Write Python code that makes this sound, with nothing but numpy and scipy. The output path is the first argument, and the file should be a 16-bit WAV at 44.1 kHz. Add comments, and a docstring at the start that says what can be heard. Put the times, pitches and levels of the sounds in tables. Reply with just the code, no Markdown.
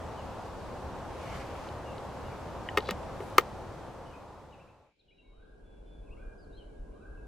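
"""Black powder rifle, then woodland

Indoors, close to the microphone, an old rifle is worked: a sleeve swishes, the lock clicks and scrapes,
and a hard steel snap rings the stock, frame and spring. Steady room air lies under it, with faint birds
outside. The room fades out and a woodland fades in: low wind, the far rustle of trees, and songbirds
whose chirps and whistles echo among the trunks."""
import sys
import numpy as np
from scipy import signal
from scipy.fft import rfft, irfft
from scipy.io import wavfile
from scipy.ndimage import uniform_filter1d

SR = 44100
rng = np.random.default_rng(int(sys.argv[2]) if len(sys.argv) > 2 else 0)


def bounce(signal):
    """Save signal as a 16-bit WAV file at the path given by the first command-line argument."""
    frames = np.transpose(np.atleast_2d(signal))
    limited = np.clip(frames, -1, 1)
    pcm = np.round(limited * 32767).astype(np.int16)
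    wavfile.write(sys.argv[1], SR, pcm)


N = 320607
TIME = np.arange(N) / SR

# contacts in the action, as relative levels: (time [s], stock [dB], frame [dB], spring [dB], crack [dB])
CONTACTS = [(2.7728, -24.5, -17, -14.5, -27), (2.7752, -25, -64, -36, -28),
            (2.7823, -21.5, -25.5, -45, -30), (2.887, -31.5, -44, -34, -42),
            (2.8888, -25.5, -25.5, -27.5, -36), (2.9086, -38, -33, -28, -26.5), (3.032, -57, -57, -58, -52),
            (3.203, -30, -40, -43.5, -57), (3.222, -33, -49, -53, -56), (3.3816, -14.5, -4.5, -17.5, -11),
            (3.409, -47.5, -47.5, -44, -39)]
# light ticks of the lock: the first two as the hand finds its grip, the last as the sear slips during the
# scrape: (time [s], relative level [dB])
LOCK_TICKS = [(1.687, -48.5), (1.98, -47.5), (2.804, -41)]
# how each part of the rifle rings: (frequency [Hz], relative level [dB], t60 [s])
STOCK_MODES = [(415, -9.5, 0.056), (416.7, -3, 0.029), (479, -4, .035), (816, -8.5, 0.015)]
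FRAME_MODES = [(1104, -7, .02), (1213, 2, .015), (1380, -22.5, 0.0097), (1575, -26.5, .04),
               (2150, -10, 0.01), (2430, -23, 0.033)]
SPRING_MODES = [(1857, 1.5, 0.043), (2106, -2.5, 0.034), (2640, 1.5, 0.022), (2916, -5, 0.04),
                (3280, -10, 0.037), (3730, -7.5, 0.018), (4430, -15.5, 0.032), (5670, -22, 0.029)]
HAMMER_MODES = [(7990, -18, .014), (11080, -23, .016), (14240, -26, .06)]
SEAR_MODES = [(3500, 0, 0.0091), (3950, 2.5, 0.0096), (4470, -2.5, 0.011)]
TRIGGER_MODES = [(1890, 2.5, 0.018), (2980, -1, 0.021)]
# steel striking steel, cloth on cloth, skin on steel: (frequency [Hz], relative density [dB])
CRACK_SPECTRUM = [(300, -26.5), (1500, 0.5), (3000, 4), (4200, 3), (6000, -2.5), (8000, -3.5),
                  (9200, -12.5), (11000, -3), (13500, -4), (15200, -3), (16600, -7)]
CLOTH_SPECTRUM = [(500, -15.5), (1400, 1), (2400, -0.5), (3500, -8.5), (5500, -12.5), (8000, -18.5),
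                  (12500, -23.5), (15500, -38)]
SKIN_SPECTRUM = [(3000, -20.5), (7000, -7), (9200, -0.5), (11000, -6.5), (14000, -8), (16000, -19.5)]
# the sleeve's slide over the burlap rest: (time [s], level [dB])
SLEEVE_LEVELS = [(1.1, -62), (1.24, -52), (1.37, -47.5), (1.45, -54.5), (1.67, -55), (1.76, -71)]

# the nearest birds; a positive glide rises to the top pitch, a negative one falls from it:
# (time [s], length [s], top pitch [Hz], glide [octaves], relative level [dB])
CHIRPS = [(.16, .064, 3080, -0.3, -61), (1.845, .093, 2880, -0.13, -58.5), (2.243, 0.053, 2900, 0.103, -64),
          (2.299, .044, 2380, -.05, -60), (4.048, .092, 2990, -.09, -68), (4.13, 0.038, 2520, -0.087, -61),
          (4.521, 0.03, 2950, -0.34, -62.5), (4.589, 0.035, 2750, 0.3, -64.5),
          (4.67, 0.036, 2620, 0.25, -68.5), (4.991, .027, 4200, -0.33, -72),
          (5.08, .031, 2930, -0.088, -69), (5.105, .034, 2540, .25, -70), (5.18, 0.033, 2790, -.06, -65.5),
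          (6.065, 0.038, 2600, -.33, -72.5), (6.103, .042, 2860, 0.3, -64), (6.167, .04, 2460, 0.32, -69),
          (6.375, 0.084, 4970, -0.31, -75), (6.521, 0.076, 4200, 0.18, -69),
          (6.568, .068, 3170, -0.21, -65), (7.009, 0.037, 2680, -.33, -78), (7.169, 0.033, 2680, -.08, -74)]
# thin held bird notes: (time [s], length [s], middle pitch [Hz], relative level [dB])
HELD_NOTES = [(5.06, .42, 3850, -79.5), (5.225, 0.12, 2220, -77.5), (5.628, .21, 3420, -79),
              (5.843, .2, 3455, -75), (6.191, 0.16, 2420, -74.5)]
# the calls of one distant bird: (time [s], relative level [dB])
WHISTLE_CALLS = [(5.22, -69), (6.02, -63), (6.848, -61)]
# its rising whistle: (time into the call [s], pitch [Hz], relative level [dB])
WHISTLE_SHAPE = [(0, 983, -9), (.06, 1080, -10.5), (.14, 1270, -9.5), (.18, 1513, 1), (0.221, 1620, -1),
                 (.27, 1644, -3), (.3, 1630, -29)]

# far bird chorus, room air, far trees, low wind: (frequency [Hz], relative density [dB])
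CHORUS_SPECTRUM = [(900, -19), (1800, -6.5), (2400, 2), (3200, -2.5), (4300, -6.5), (6000, -16),
                   (11000, -28.5), (14000, -59.5)]
ROOM_SPECTRUM = [(12, -39.5), (20, -10), (86, -0.5), (158, -7.5), (310, -9), (434, -9), (527, -5.5),
                 (607, -8), (873, -8), (1030, -11), (2080, -26.5), (2750, -29), (7520, -39), (13500, -49.5),
                 (16000, -57.5)]
TREES_SPECTRUM = [(41, -30.5), (70, -3.5), (167, -10.5), (372, -8), (451, -6.5), (945, -22.5), (1220, -34),
                  (1600, -23.5), (1710, -39), (1900, -44.5), (2960, -41), (3360, -46.5), (9490, -48),
                  (11000, -51), (14300, -80), (22000, -120)]
WIND_SPECTRUM = [(15, -14), (28, 1.5), (39, 12), (55, -7), (85, -13), (140, -54.5), (400, -80)]
# gusts of the low wind: (time [s], relative level [dB])
GUSTS = [(5.0, -80), (5.38, -53.5), (5.44, -59.5), (6.3, -44), (6.35, -59), (6.64, -45.5), (6.74, -59),
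         (6.79, -42.5), (6.93, -50), (6.97, -62), (7.17, -42.5), (7.23, -50), (7.27, -47)]
# how alike left and right are at the microphone in each place: (frequency [Hz], likeness [0-1])
ROOM_LIKENESS = [(60, 0.99), (130, 0.97), (290, 0.42), (640, 0.98), (1400, .85), (3000, 0.49), (7000, .42),
                 (15000, .05)]
WOODS_LIKENESS = [(60, 0.99), (110, 0.52), (200, 0.98), (380, 0.029), (800, 0), (8000, 0.2)]

ROOM_FADE_S, ROOM_GONE_S, WOODS_FULL_S = 3.307, 4.952, 6.2


def rifle():
    """At the microphone, each contact cracks and rings the wooden stock, steel frame, spring and hammer."""
    stock, frame = ring(STOCK_MODES, rise_s=0.0043), ring(FRAME_MODES, rise_s=0.0033)
    spring, hammer = ring(SPRING_MODES, rise_s=0.00092), ring(HAMMER_MODES, rise_s=0.00033)
    spring = spring / abs(spring).max()
    out = panned(sear_scrape(), left_db=2)
    for start, stock_db, frame_db, spring_db, crack_db in CONTACTS:
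        body = gain_of(stock_db) * stock + gain_of(frame_db) * frame + gain_of(spring_db) * spring
        reach = gain_of(0.5 * (crack_db + 10))  # only a hard contact reaches the hammer's high modes
        edge = gain_of(crack_db) * (crack(crack_db, t60=0.012, likeness=0.76) + reach * hammer)
        add(out, start, panned(body, left_db=2) + panned(edge, left_db=1.5))
    # the loose trigger clinks just before the hammer moves
    add(out, 2.688, panned(gain_of(-29.5) * ring(TRIGGER_MODES, rise_s=0.001), left_db=0.5))
    for start, db in LOCK_TICKS:
        add(out, start, gain_of(db) * ring(TRIGGER_MODES[1:] + SEAR_MODES, rise_s=0.0012))
    # the rifle settles on its padded rest with a dull bump
    add(out, 2.912, gain_of(-33.5) * ring([(191, 0, 0.1)], rise_s=0.0058))
    bench = gain_of(-15.5) * echoes(out, t60=0.05, delay_s=0.006, likeness=0.4)
    walls = gain_of(-38.5) * echoes(out, t60=0.25, delay_s=0.011, likeness=0.37)
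    left, right = out + bench + walls
    # the lock lies off centre, so it reaches the microphone's right side 17 microseconds later
    lag = np.exp(-2j * np.pi * np.fft.rfftfreq(N, 1 / SR) * 17e-6)
    return np.array([left, irfft(rfft(right) * lag, N)])


def ring(modes, rise_s):
    """Modes swell as the blow spreads through a part, then die away."""
    t = TIME[:SR // 5]
    swell = np.sin(np.pi / 2 * np.minimum(t / rise_s, 1)) ** 2
    decay_s = np.maximum(t - rise_s, 0)
    partials = (gain_of(db - 60 * decay_s / t60) * np.sin(2 * np.pi * hz * t) for hz, db, t60 in modes)
    return swell * sum(partials)


def crack(blow_db, t60, likeness):
    """Steel faces meet in a few milliseconds of bright noise."""
    t = TIME[:SR // 5]
    envelope = gain_of(-60 * t / t60) * (1 - np.exp(-t / 0.0002))
    grain = rfft(white_pair(len(t), likeness) * envelope)
    # the same steel gives every crack the same broad colour; only the fine grain varies
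    grain /= np.sqrt(uniform_filter1d(abs(grain[0]) ** 2, size=160))
    hz = np.fft.rfftfreq(len(t), 1 / SR)
    corner_hz = 29000 * gain_of(0.3 * blow_db)  # a gentler contact lasts longer, so it is duller
    colour = gain_of(curve_at(CRACK_SPECTRUM, hz)) / np.sqrt(1 + (hz / corner_hz) ** 4)
    burst = irfft(grain * colour, len(t)) * (t < 0.03)
    return burst * np.linalg.norm(envelope) / np.linalg.norm(burst[0])


def sear_scrape():
    """The sear sticks and slips along the tumbler, harder as the spring is drawn."""
    start_s, end_s, slips_per_s, growth_db_per_s = 2.79, 2.905, 300, 125
    slips = (rng.random(N) < slips_per_s / SR) * rng.uniform(0.22, 1, N) * rng.choice([-1, 1], N)
    drawn_s = np.clip(TIME, start_s, end_s) - start_s
    force = gain_of(-44.5 + growth_db_per_s * drawn_s) * (TIME > start_s) * (TIME < end_s)
    return signal.oaconvolve(slips * force, ring(SEAR_MODES, rise_s=0.00031))[:N] / len(SEAR_MODES)


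def sleeve():
    """Close by, a sleeve brushes the burlap rest and flutters as the coarse weave catches."""
    slide_db = np.interp(TIME, *np.transpose(SLEEVE_LEVELS), left=-120, right=-120)
    catches_db = 1.2 * wander(N, span=400)
    return gain_of(slide_db + catches_db) * noise(CLOTH_SPECTRUM, ROOM_LIKENESS, patchy_db=1.54)


def fingers():
    """Just before the snap, skin slides on steel with a thin hiss, catching as it goes."""
    start_s, attack_s, end_s, fade_db_per_s = 3.18, 0.035, 3.38, 38
    t = np.maximum(TIME - start_s, 0)
    level_db = -65.5 - fade_db_per_s * t + 2.5 * wander(N, span=200)
    stroke = np.minimum(t / attack_s, 1) * (TIME < end_s)
    return stroke * gain_of(level_db) * noise(SKIN_SPECTRUM, ROOM_LIKENESS, patchy_db=2)


def songbirds():
    """Chirps and held notes echo in the trees, over a blur of birds too far off to tell apart."""
    sag_hz_per_s = 330  # every held note sinks a little
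    chirps, held = far_chirps(), np.zeros(N)
    for start, length, top_hz, glide, db in CHIRPS:
        add(chirps, start, gain_of(db) * chirp(length, top_hz, glide))
    for start, length, hz, db in HELD_NOTES:
        t = np.arange(0, length, 1 / SR)
        add(held, start, gain_of(db) * bird_note(hz - sag_hz_per_s * (t - length / 2), waver=0.002))
    direct = panned(gain_of(-0.5) * chirps + gain_of(1.5) * held, left_db=1.5)
    chirp_echo = gain_of(-4.5) * echoes(chirps, t60=0.53, delay_s=0.008, likeness=0.44)
    held_echo = gain_of(-7.5) * echoes(held, t60=0.96, delay_s=0.024, likeness=0.38)
    chorus = gain_of(-81) * noise(CHORUS_SPECTRUM, WOODS_LIKENESS, patchy_db=3)
    return direct + chirp_echo + held_echo + chorus


def chirp(length, top_hz, glide):
    """A short raspy slur that lingers at its top pitch and sweeps fastest at its low end."""
    progress = np.linspace(0, 1, max(round(length * SR), 200))
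    from_top = 1 - progress if glide > 0 else progress
    return bird_note(top_hz * 2 ** (-abs(glide) * from_top ** 2.1), waver=0.019)


def bird_note(hz, waver):
    """One note of song, with a soft start and end."""
    return bird_tone(hz, waver) * signal.windows.tukey(len(hz), 0.4)


def bird_tone(hz, waver):
    """A bird's near-pure voice wavers slightly along a pitch curve."""
    pitch = hz * (1 + waver * wander(len(hz), span=150))
    return np.sqrt(2) * np.sin(2 * np.pi * np.cumsum(pitch) / SR)


def far_chirps():
    """Farther from the microphone, birds chirp faintly at random moments and pitches."""
    chirps_per_s, duration_s = 10, N / SR
    length_range_s, top_range_hz = (0.04, 0.094), (2310, 4200)
    glide_range_octaves, level_range_db = (-0.15, 0.15), (-90, -83.5)
    ranges = [(0, duration_s), length_range_s, top_range_hz, glide_range_octaves, level_range_db]
    calls = rng.uniform(*np.transpose(ranges), size=(round(chirps_per_s * duration_s), len(ranges)))
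    out = np.zeros(N)
    for start, length, top_hz, glide, db in calls:
        add(out, start, gain_of(db) * chirp(length, top_hz, glide))
    return out


def far_whistler():
    """One bird repeats a rising whistle from so far off that it arrives mostly as echo."""
    times, pitches, levels = np.transpose(WHISTLE_SHAPE)
    t = np.arange(0, times[-1], 1 / SR)
    hz, shape_db = np.interp(t, times, pitches), np.interp(t, times, levels)
    song = np.zeros(N)
    for start, db in WHISTLE_CALLS:
        add(song, start, gain_of(db + shape_db) * bird_tone(hz, waver=0.0053))
    return gain_of(-5.5) * song + gain_of(5) * echoes(song, t60=2.9, delay_s=0.0033, likeness=0.22)


def room():
    """Room tone: a steady rush of indoor air, fading out in a straight line."""
    fade = np.clip((ROOM_GONE_S - TIME) / (ROOM_GONE_S - ROOM_FADE_S), 0, 1)
    air = gain_of(-40.5) * noise(ROOM_SPECTRUM, ROOM_LIKENESS, patchy_db=0.72)
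    return panned(air * fade, left_db=0.5)


def woodland():
    """Out in the woods, the rush of distant trees fades up over gusts of low wind."""
    fade = np.clip((TIME - ROOM_GONE_S) / (WOODS_FULL_S - ROOM_GONE_S), 0, 1) + gain_of(-30)
    trees = gain_of(-53.5) * noise(TREES_SPECTRUM, WOODS_LIKENESS, patchy_db=0.14) * fade
    rumble = noise(WIND_SPECTRUM, WOODS_LIKENESS, patchy_db=3.5)
    rumble /= np.sqrt(uniform_filter1d(rumble[0] ** 2, size=6000))  # the gusts alone set its strength
    gust_db = np.interp(TIME, *np.transpose(GUSTS), left=-90) + 1
    return panned(trees + gain_of(gust_db) * rumble, left_db=0.5)


def echoes(x, t60, delay_s, likeness):
    """Reflections reach the microphone as a diffuse, decaying tail."""
    t = TIME[:2 * SR]
    tail = white_pair(len(t), likeness) * gain_of(-60 * t / t60) * (t > delay_s)
    return signal.fftconvolve(np.atleast_2d(x), tail / np.linalg.norm(tail[0]), axes=1)[:, :N]


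def noise(spectrum, likeness, patchy_db):
    """Stereo noise of rms 1 whose colour drifts in small patches."""
    size, hop = 4096, 1024
    hz = np.fft.rfftfreq(size, 1 / SR)
    left_re, left_im, own_re, own_im, patches = rng.standard_normal((N // hop + 5, len(hz), 5)).T
    patches = uniform_filter1d(patches, size=40, axis=0)  # across frequency
    patches = unit_rms(uniform_filter1d(patches, size=5, axis=1))  # across time
    shared = np.clip(curve_at(likeness, hz), -1, 1)[:, None]
    left = left_re + 1j * left_im
    right = shared * left + np.sqrt(1 - shared ** 2) * (own_re + 1j * own_im)
    colour = gain_of(curve_at(spectrum, hz)[:, None] + patchy_db * patches)
    _, sound = signal.istft(np.array([left, right]) * colour, nperseg=size, noverlap=size - hop)
    return unit_rms(sound[:, :N])


def white_pair(count, likeness):
    """White noise partly shared by left and right."""
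    shared, *own = rng.standard_normal((3, count))
    return np.sqrt(likeness) * shared + np.sqrt(1 - likeness) * np.array(own)


def wander(count, span):
    """A random drift of rms 1, smoothed over span samples."""
    return unit_rms(uniform_filter1d(rng.standard_normal(count), size=span))


def gain_of(db):
    """Decibels to gain."""
    return 10 ** (np.asarray(db) / 20)


def unit_rms(x):
    """Scales to rms 1."""
    return x / np.sqrt(np.mean(x ** 2) + 1e-20)


def curve_at(points, hz):
    """Reads a curve on a log-frequency axis."""
    frequencies, values = np.transpose(points)
    return np.interp(np.log(hz + 1), np.log(frequencies + 1), values)


def add(mix, start_s, sound):
    """Lays a sound into the mix at start_s."""
    part = mix[..., max(round(start_s * SR), 0):][..., :sound.shape[-1]]
    part += sound[..., :part.shape[-1]]


def panned(x, left_db):
    """Makes the left channel louder than the right by left_db."""
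    return x * gain_of(np.array([[left_db], [-left_db]]) / 2)


def scene():
    """The rifle close up in its room, then the woodland, with birds in both places."""
    return rifle() + sleeve() + fingers() + room() + woodland() + songbirds() + far_whistler()


def record(dry):
    """The recorder cuts off the highest treble."""
    edge_hz = 16700
    lowpass = signal.firwin(511, edge_hz, window=("kaiser", 9), fs=SR)
    return signal.oaconvolve(dry, lowpass[None], "same")


dry = scene()
out = record(dry)
bounce(out)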